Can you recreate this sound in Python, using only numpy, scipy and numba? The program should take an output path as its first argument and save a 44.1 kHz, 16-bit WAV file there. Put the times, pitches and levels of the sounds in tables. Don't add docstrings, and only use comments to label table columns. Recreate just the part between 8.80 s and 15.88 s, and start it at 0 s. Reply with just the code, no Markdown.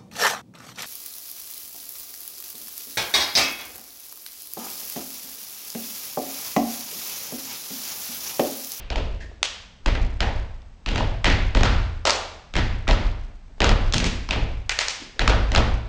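import sys
import numpy as np
from scipy import signal
from scipy.fft import rfft, irfft, next_fast_len
from scipy.io import wavfile
from numba import njit

SR = 44100
rng = np.random.default_rng(int(sys.argv[2]) if len(sys.argv) > 2 else 0)


def unload_wav(signal):
    wavfile.write(
        sys.argv[1],
        SR,
        np.round(np.clip(np.atleast_2d(signal).T, -1, 1) * 32767).astype(np.int16),
    )


def undo_db(level):
    steps = np.asarray(level, float) / 20
    return 10 ** steps


N = 312228
LEAD = SR // 2
SPOTS = 3

# frequency in Hz, level in dB.
AIR_SPECTRUM = [(12, -29), (20, -11.5), (66, -11.5), (159, -21.5), (211, -20), (304, -30), (813, -31),
                (4610, -40), (8160, -38.5), (9780, -64.5), (12700, -101), (21500, -120)]
# start in seconds, crack peak in dB, crack pitch in Hz, body weight in dB.
PAIR_STOMPS = [
    (-0.13, -13.5, 2700, -27.5),
    (0.102, -13.5, 2880, -21.5),
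    (0.158, -15.5, 2630, -21),
    (0.179, -33, 1210, -30),
    (0.514, -50, 590, -49.5),
    (1.06, -8, 2100, -14),
    (1.151, -20, 1800, -20),
    (1.405, -6.5, 1830, -15),
    (1.538, -34, 1760, -37.5),
    (1.995, -68, 1270, -51.5),
]
FRONT_ROW_STOMPS = [(2.061, -15.5, 2760, -20.5), (2.088, -15.5, 2590, -25.5), (2.115, -19.5, 2720, -19),
                    (2.158, -11.5, 1890, -16), (2.179, -16.5, 2980, -18.5), (2.207, -23, 1820, -32),
                    (2.444, -4.5, 1960, -15), (2.455, -6.5, 1950, -13), (2.477, -25, 1780, -11.5),
                    (2.5, -9, 2000, -28), (2.749, -12, 1980, -10.5), (2.771, -14, 3200, -20.5),
                    (2.808, -13, 1970, -10), (2.833, -3, 1430, -14.5), (3.738, -16, 2190, -26.5),
                    (3.754, -11, 1840, -15), (3.765, -8, 1800, -14.5), (4.078, -10.5, 2020, -13),
                    (4.087, -12, 2060, -27), (4.11, -8.5, 1290, -15.5)]
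TROUPE_STOMPS = [(4.68, -53, 1860, -43.5), (4.804, -5, 2000, -12), (4.818, -5, 2670, -13),
                 (4.843, 0.5, 1270, -20), (4.892, -5.5, 1270, -10.5), (5.136, -10, 2900, -19),
                 (5.201, -12, 1860, -19), (5.489, -15.5, 1380, -22.5), (5.508, -7.5, 2480, -21),
                 (5.559, -22.5, 1320, -16.5), (6.393, -4, 2020, -19), (6.418, -17.5, 1260, -17.5),
                 (6.477, -2, 1420, -12.5), (6.496, -14, 1350, -16), (6.718, -13, 2070, -17.5),
                 (6.749, -2.5, 1420, -25), (6.76, -9, 2220, -11.5), (6.778, -9.5, 1260, -13.5)]
# frequency in Hz, width in Hz, level in dB.
BOARD_MODES = [(380, 229, -3.5), (493.5, 235, 4.5), (711, 230, 5), (1200, 650, -4.5)]
# frequency in Hz, width in Hz, level in dB.
THUD_RESONANCES = [(150, 24.3, 4), (222, 67, 4), (300, 117, -2)]
# frequency in Hz, level in dB, 60 dB decay in seconds.
STAGE_MODES = [(42, 9, 0.13), (22.4, -1.5, 0.76), (27.91, -10.5, 1.35), (33.04, 7, 0.43), (38.3, -4.5, 1.2),
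               (48.8, 2.5, 0.48), (54.96, -4, 0.82), (65.6, 0.5, 0.32), (80.48, -9.5, 1.32),
               (87.05, -5.5, 0.53), (98.4, -4, 0.59), (112.1, -5.5, 0.66), (141.6, -12.5, 0.58),
               (173.8, -15.5, 0.25)]
# frequency in Hz, 60 dB decay in seconds, level in dB.
HALL_BANDS = [(201, 0.75, 3), (406, 0.7, 7.5), (730, 0.73, 3), (1770, 0.82, -4.5), (3210, 0.64, 3.5),
              (5500, 0.46, -27.5), (9900, 0.42, 4.5)]
# delay in seconds, level in dB.
REFLECTIONS = [
    (.0115, -15),
    (.027, -17),
]
# start
# in seconds, level in dB, pitch in Hz, 60 dB decay in seconds, hall share in dB.
BOARD_TAPS = [(0.156, -19.5, 656, 0.02, -12.5), (0.183, -26, 490, 0.05, -2.5), (1.153, -20, 1920, 0.031, -4),
              (1.398, -40, 2000, .03, -9), (1.44, -22.5, 760, 0.047, 0.5), (2.148, -28, 6800, .015, -6),
              (2.206, -15.5, 740.7, 0.016, -4.5), (4.071, -23, 1510, .03, -10), (4.09, -15, 685.2, 0.04, -5),
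              (5.15, -22.5, 150, 0.085, -1), (5.245, -21.5, 194, 0.061, -4),
              (5.508, -14, 2600, 0.014, -11.5), (5.897, -13, 2050, 0.021, 0), (6.5, -16.5, 1300, 0.023, 3),
              (6.7605, -4.5, 3130, 0.0095, -19),
              (.514, -37, 520, .015, -15),
    (.617, -42, 400, .015, -15),
    (1.818, -41, 3500, .01, -15),
    (6.36, -44, 420, .08, -10),
]
# start in seconds, level in dB, pitch in Hz, width in Hz,
# 60 dB decay in seconds, rasp in dB.
SOLE_SCUFFS = [
    (0.404, -32.5, 1780, 170, 0.25, 2),
    (0.421, -42, 300, 150, 0.88, 7),
    (4.78, -39, 694, 610, 0.025, -6),
    (6.199, -42, 278, 91.5, 0.53, -8),
]
# start in seconds, crack peak in dB, crack pitch in Hz, hall
# share in dB.
HAND_SLAPS = [(0.629, 1.5, 3150, -6.5), (1.819, -49, 1490, -19), (3.2528, 1.5, 1230, 3.5),
              (3.267, -16, 4330, -15.5), (3.271, -5.5, 1200, -4.5), (3.275, -11.5, 1660, -9),
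              (3.286, -45, 1330, -10), (3.292, -15.5, 5400, -16), (3.296, 1.5, 966, -23),
              (3.305, 4, 4310, -9), (3.335, -14, 7200, 4), (5.124, -10, 3730, -6), (5.137, -5, 5800, -12),
              (5.142, -1.5, 2850, -5), (5.181, -2, 4100, -10), (5.242, -6.5, 2360, 2),
              (5.894, -1.5, 2210, -4.5), (5.989, 0, 2180, -0.5), (6.009, -33, 2800, 2),
              (6.083, -4, 5400, -1), (6.21, -28, 2930, 6.5)]
# frequency in Hz, width in Hz, level in dB.
PALM_CUP_MODES = [(336, 59, -4.5), (536, 180, -3.5), (704, 374, 16.5)]
# frequency in Hz, level in dB.
MIC_RESPONSE = [(5, -15), (20, 7.5), (5000, -2), (7000, -7), (8300, -17), (9400, -24), (10300, -44.5),
                (11500, 2), (16000, -49.5)]
# frequency in Hz, level in dB.
MIRROR_LEAK = [(11000, -45), (11800, -3), (13500, -26.5), (16000, -49)]


def band(x, hz, width):
    return signal.lfilter(*signal.iirpeak(hz, max(hz / width, 0.3), fs=SR), x)


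def colour(x, points):
    size = next_fast_len(len(x))
    hz, db = np.transpose(points)
    bins_hz = np.arange(size // 2 + 1) * SR / size
    gain = undo_db(np.interp(np.log(bins_hz + 1), np.log(hz), db))
    return irfft(rfft(x, size) * gain, size)[:len(x)]


def fade(t60, size):
    return np.exp(-np.log(1000) * np.arange(size) / SR / t60)


def add(track, s, sound):
    i = int(s * SR) + LEAD
    track[i:i + len(sound)] += sound[:len(track) - i]


def struck(noise, t60, db, shape):
    t = np.arange(len(noise)) / SR
    rise_s = 0.0004
    near = shape(noise * (1 - np.exp(-t / rise_s)) * fade(t60, len(noise)))
    near = undo_db(db) * near / np.abs(near).max()
    spread = shape(1.0 * (t == 0))
    spread = spread * np.sqrt(np.sum(near ** 2) / np.sum(spread ** 2))
    return np.array([near, spread])


def air():
    noise = colour(rng.standard_normal(N), AIR_SPECTRUM)
    return undo_db(-54.5) * noise / noise.std()


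def crack(noise, db, hz, treble_db):
    low_hz, high_hz = 1020, 3800
    low_cut = signal.butter(1, low_hz, "high", fs=SR, output="sos")

    def shape(x):
        body = band(x, np.sqrt(low_hz * high_hz), high_hz)
        pitched = undo_db(2) * band(x, hz, hz / 3.54)
        treble = undo_db(treble_db) * band(x, 6300, 6300 / 1.06)
        return signal.sosfilt(low_cut, body + pitched + treble)
    return struck(noise, 0.011, db, shape)


def knock(noise, db, modes, t60):
    def shape(x):
        total = 0
        for k, (hz, width, mode_db) in enumerate(modes):
            ring = band(band(x, hz, 2.3 * width), hz, 2.3 * width)
            total = total + (-1) ** k * undo_db(mode_db) * ring
        return total
    return struck(noise, t60, db, shape)


def stage_rings():
    hz, db, t60 = np.transpose(STAGE_MODES)[:, :, None]
    t = np.arange(SR) / SR
    push_s = 0.019
    return undo_db(db) * (1 - np.exp(-t / push_s)) * np.exp((2j * np.pi * hz - np.log(1000) / t60) * t)


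def boom(rings, db):
    size, phase = rng.standard_normal((2, len(rings)))
    scatter_db, scatter_rad = 1.2, 0.55
    strength = undo_db(db - 10 + scatter_db * size) * np.exp(1j * scatter_rad * phase)
    return (strength @ rings).imag


def stomp_list():
    # hall share dB, board knock dB
    groups = (PAIR_STOMPS, 0.6, -8), (FRONT_ROW_STOMPS, 3.2, -9), (TROUPE_STOMPS, 0.0014, -7.5)
    slap_share = 0.24
    soles = []
    for rows, hall_db, boards_db in groups:
        for s, db, hz, weight_db in rows:
            knock_db = boards_db + weight_db + slap_share * (db - weight_db)
            soles.append((s, db, hz, knock_db, weight_db, hall_db))
    return soles


def stomps(near, lows, feet):
    rings = stage_rings()
    for k, (s, crack_db, hz, knock_db, weight_db, hall_db) in enumerate(stomp_list()):
        slap, wood, deep = rng.standard_normal((3, 3072))
        sole = crack(slap, crack_db, hz, treble_db=-31.5)
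        boards = knock(wood, knock_db + 3, BOARD_MODES, t60=0.018)
        boards = boards + knock(deep, weight_db - 11, THUD_RESONANCES, t60=0.015)
        add(near, s, sole[0] + undo_db(-1.5) * boards[0])
        add(feet[k % SPOTS], s, undo_db(hall_db) * sole[1])
        add(feet[(k + 1) % SPOTS], s, boards[1])
        rattle = knock(slap[::-1], crack_db - 14.5, [(hz, 0.99 * hz, 0)], t60=0.043)
        add(near, s, rattle[0])
        thump = boom(rings, weight_db)
        add(lows, s + 0.0045, thump)
        add(lows, s + 0.15, undo_db(-6.5) * thump)


def hall():
    t = np.arange(SR) / SR
    tail = np.zeros(SR)
    for hz, t60, db in HALL_BANDS:
        tail += undo_db(db) * band(rng.standard_normal(SR), hz, 0.97 * hz) * fade(t60, SR)
    start_s, rise_s = 0.00042, 0.0095
    tail *= 1 - np.exp(-np.maximum(t - start_s, 0) / rise_s)
    walls_s, spread_s, walls_db = 0.024, 0.0045, 5
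    tail *= undo_db(walls_db * np.exp(-0.5 * ((t - walls_s) / spread_s) ** 2))
    return undo_db(0.5) * tail / np.sqrt(np.sum(tail ** 2))


def heels(near, feet):
    for k, (s, db, hz, t60, hall_db) in enumerate(BOARD_TAPS):
        heel = knock(rng.standard_normal(SR // 10), db, [(hz, hz / 3.14, 0)], t60)
        add(near, s, heel[0])
        add(feet[k % SPOTS], s, undo_db(hall_db) * heel[1])


def scuffs(near, hands):
    for s, db, hz, width, t60, rasp_db in SOLE_SCUFFS:
        modes = [(hz, width, 0), (4200, 4500, rasp_db - 21)]
        rub = knock(rng.standard_normal(SR // 4), db, modes, t60)
        add(near, s, rub[0])
        add(hands[0], s, undo_db(-7) * rub[1])


def claps(near, hands):
    for k, (s, crack_db, hz, hall_db) in enumerate(HAND_SLAPS):
        flatness = np.log2(hz / 1200)
        cup_db = crack_db - 18 - 11.5 * flatness
        treble_db = -5.5 + 6.5 * flatness
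        slap, cup = rng.standard_normal((2, 2048))
        palms = crack(slap, crack_db, hz, treble_db)
        pocket = knock(cup, cup_db + 3.5, PALM_CUP_MODES, t60=0.0057)
        add(near, s, palms[0] + pocket[0])
        add(hands[k % SPOTS], s, undo_db(hall_db) * palms[1])
        add(hands[(k + 1) % SPOTS], s, undo_db(hall_db) * pocket[1])


def scene():
    near, lows = np.zeros((2, N + LEAD))
    feet, hands = np.zeros((2, SPOTS, N + LEAD))
    stomps(near, lows, feet)
    heels(near, feet)
    scuffs(near, hands)
    claps(near, hands)
    far = hands + signal.lfilter(*signal.butter(1, 4200, fs=SR), feet)
    heard = near + lows
    for sound in far:
        heard += signal.fftconvolve(sound, hall())[:N + LEAD]
    for s, db in REFLECTIONS:
        late = int(s * SR)
        heard[late:] += undo_db(db) * near[:-late]
    return (heard[LEAD:] + air())[None]


@njit
def duck(x, top, slope, attack, release):
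    y, e = np.empty(len(x)), top
    for i in range(len(x)):
        e += (abs(x[i]) - e) * (attack if abs(x[i]) > e else release)
        y[i] = x[i] * min(1.0, top / e) ** slope
    return y


def band_limit(x):
    return signal.sosfilt(signal.butter(12, 16300, fs=SR, output="sos"), x)


def record(dry):
    x = colour(dry[0], MIC_RESPONSE)
    attack_s, release_s = 0.006, 0.22
    x = duck(x, float(undo_db(-10)), 0.8, 1 / (attack_s * SR), 1 / (release_s * SR))
    n = np.arange(N)
    x = x + undo_db(-82) * np.sin(2 * np.pi * 8000 * n / SR)
    ceiling = 0.97
    x = x / (1 + (x / ceiling) ** 12) ** (1 / 12)
    x = x + undo_db(-25.5) * colour(x * rng.standard_normal(N), [(200, 0)] + MIC_RESPONSE[2:])
    x = signal.sosfilt(signal.ellip(8, 0.3, 60, 10250, fs=SR, output="sos"), x)
    x = x + colour(x * np.cos(np.pi * n), MIRROR_LEAK + [(SR / 2, -120)])
    x = x + undo_db(-98) * rng.standard_normal(N)
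    return band_limit(x[None])


dry = scene()
out = record(dry)
unload_wav(out)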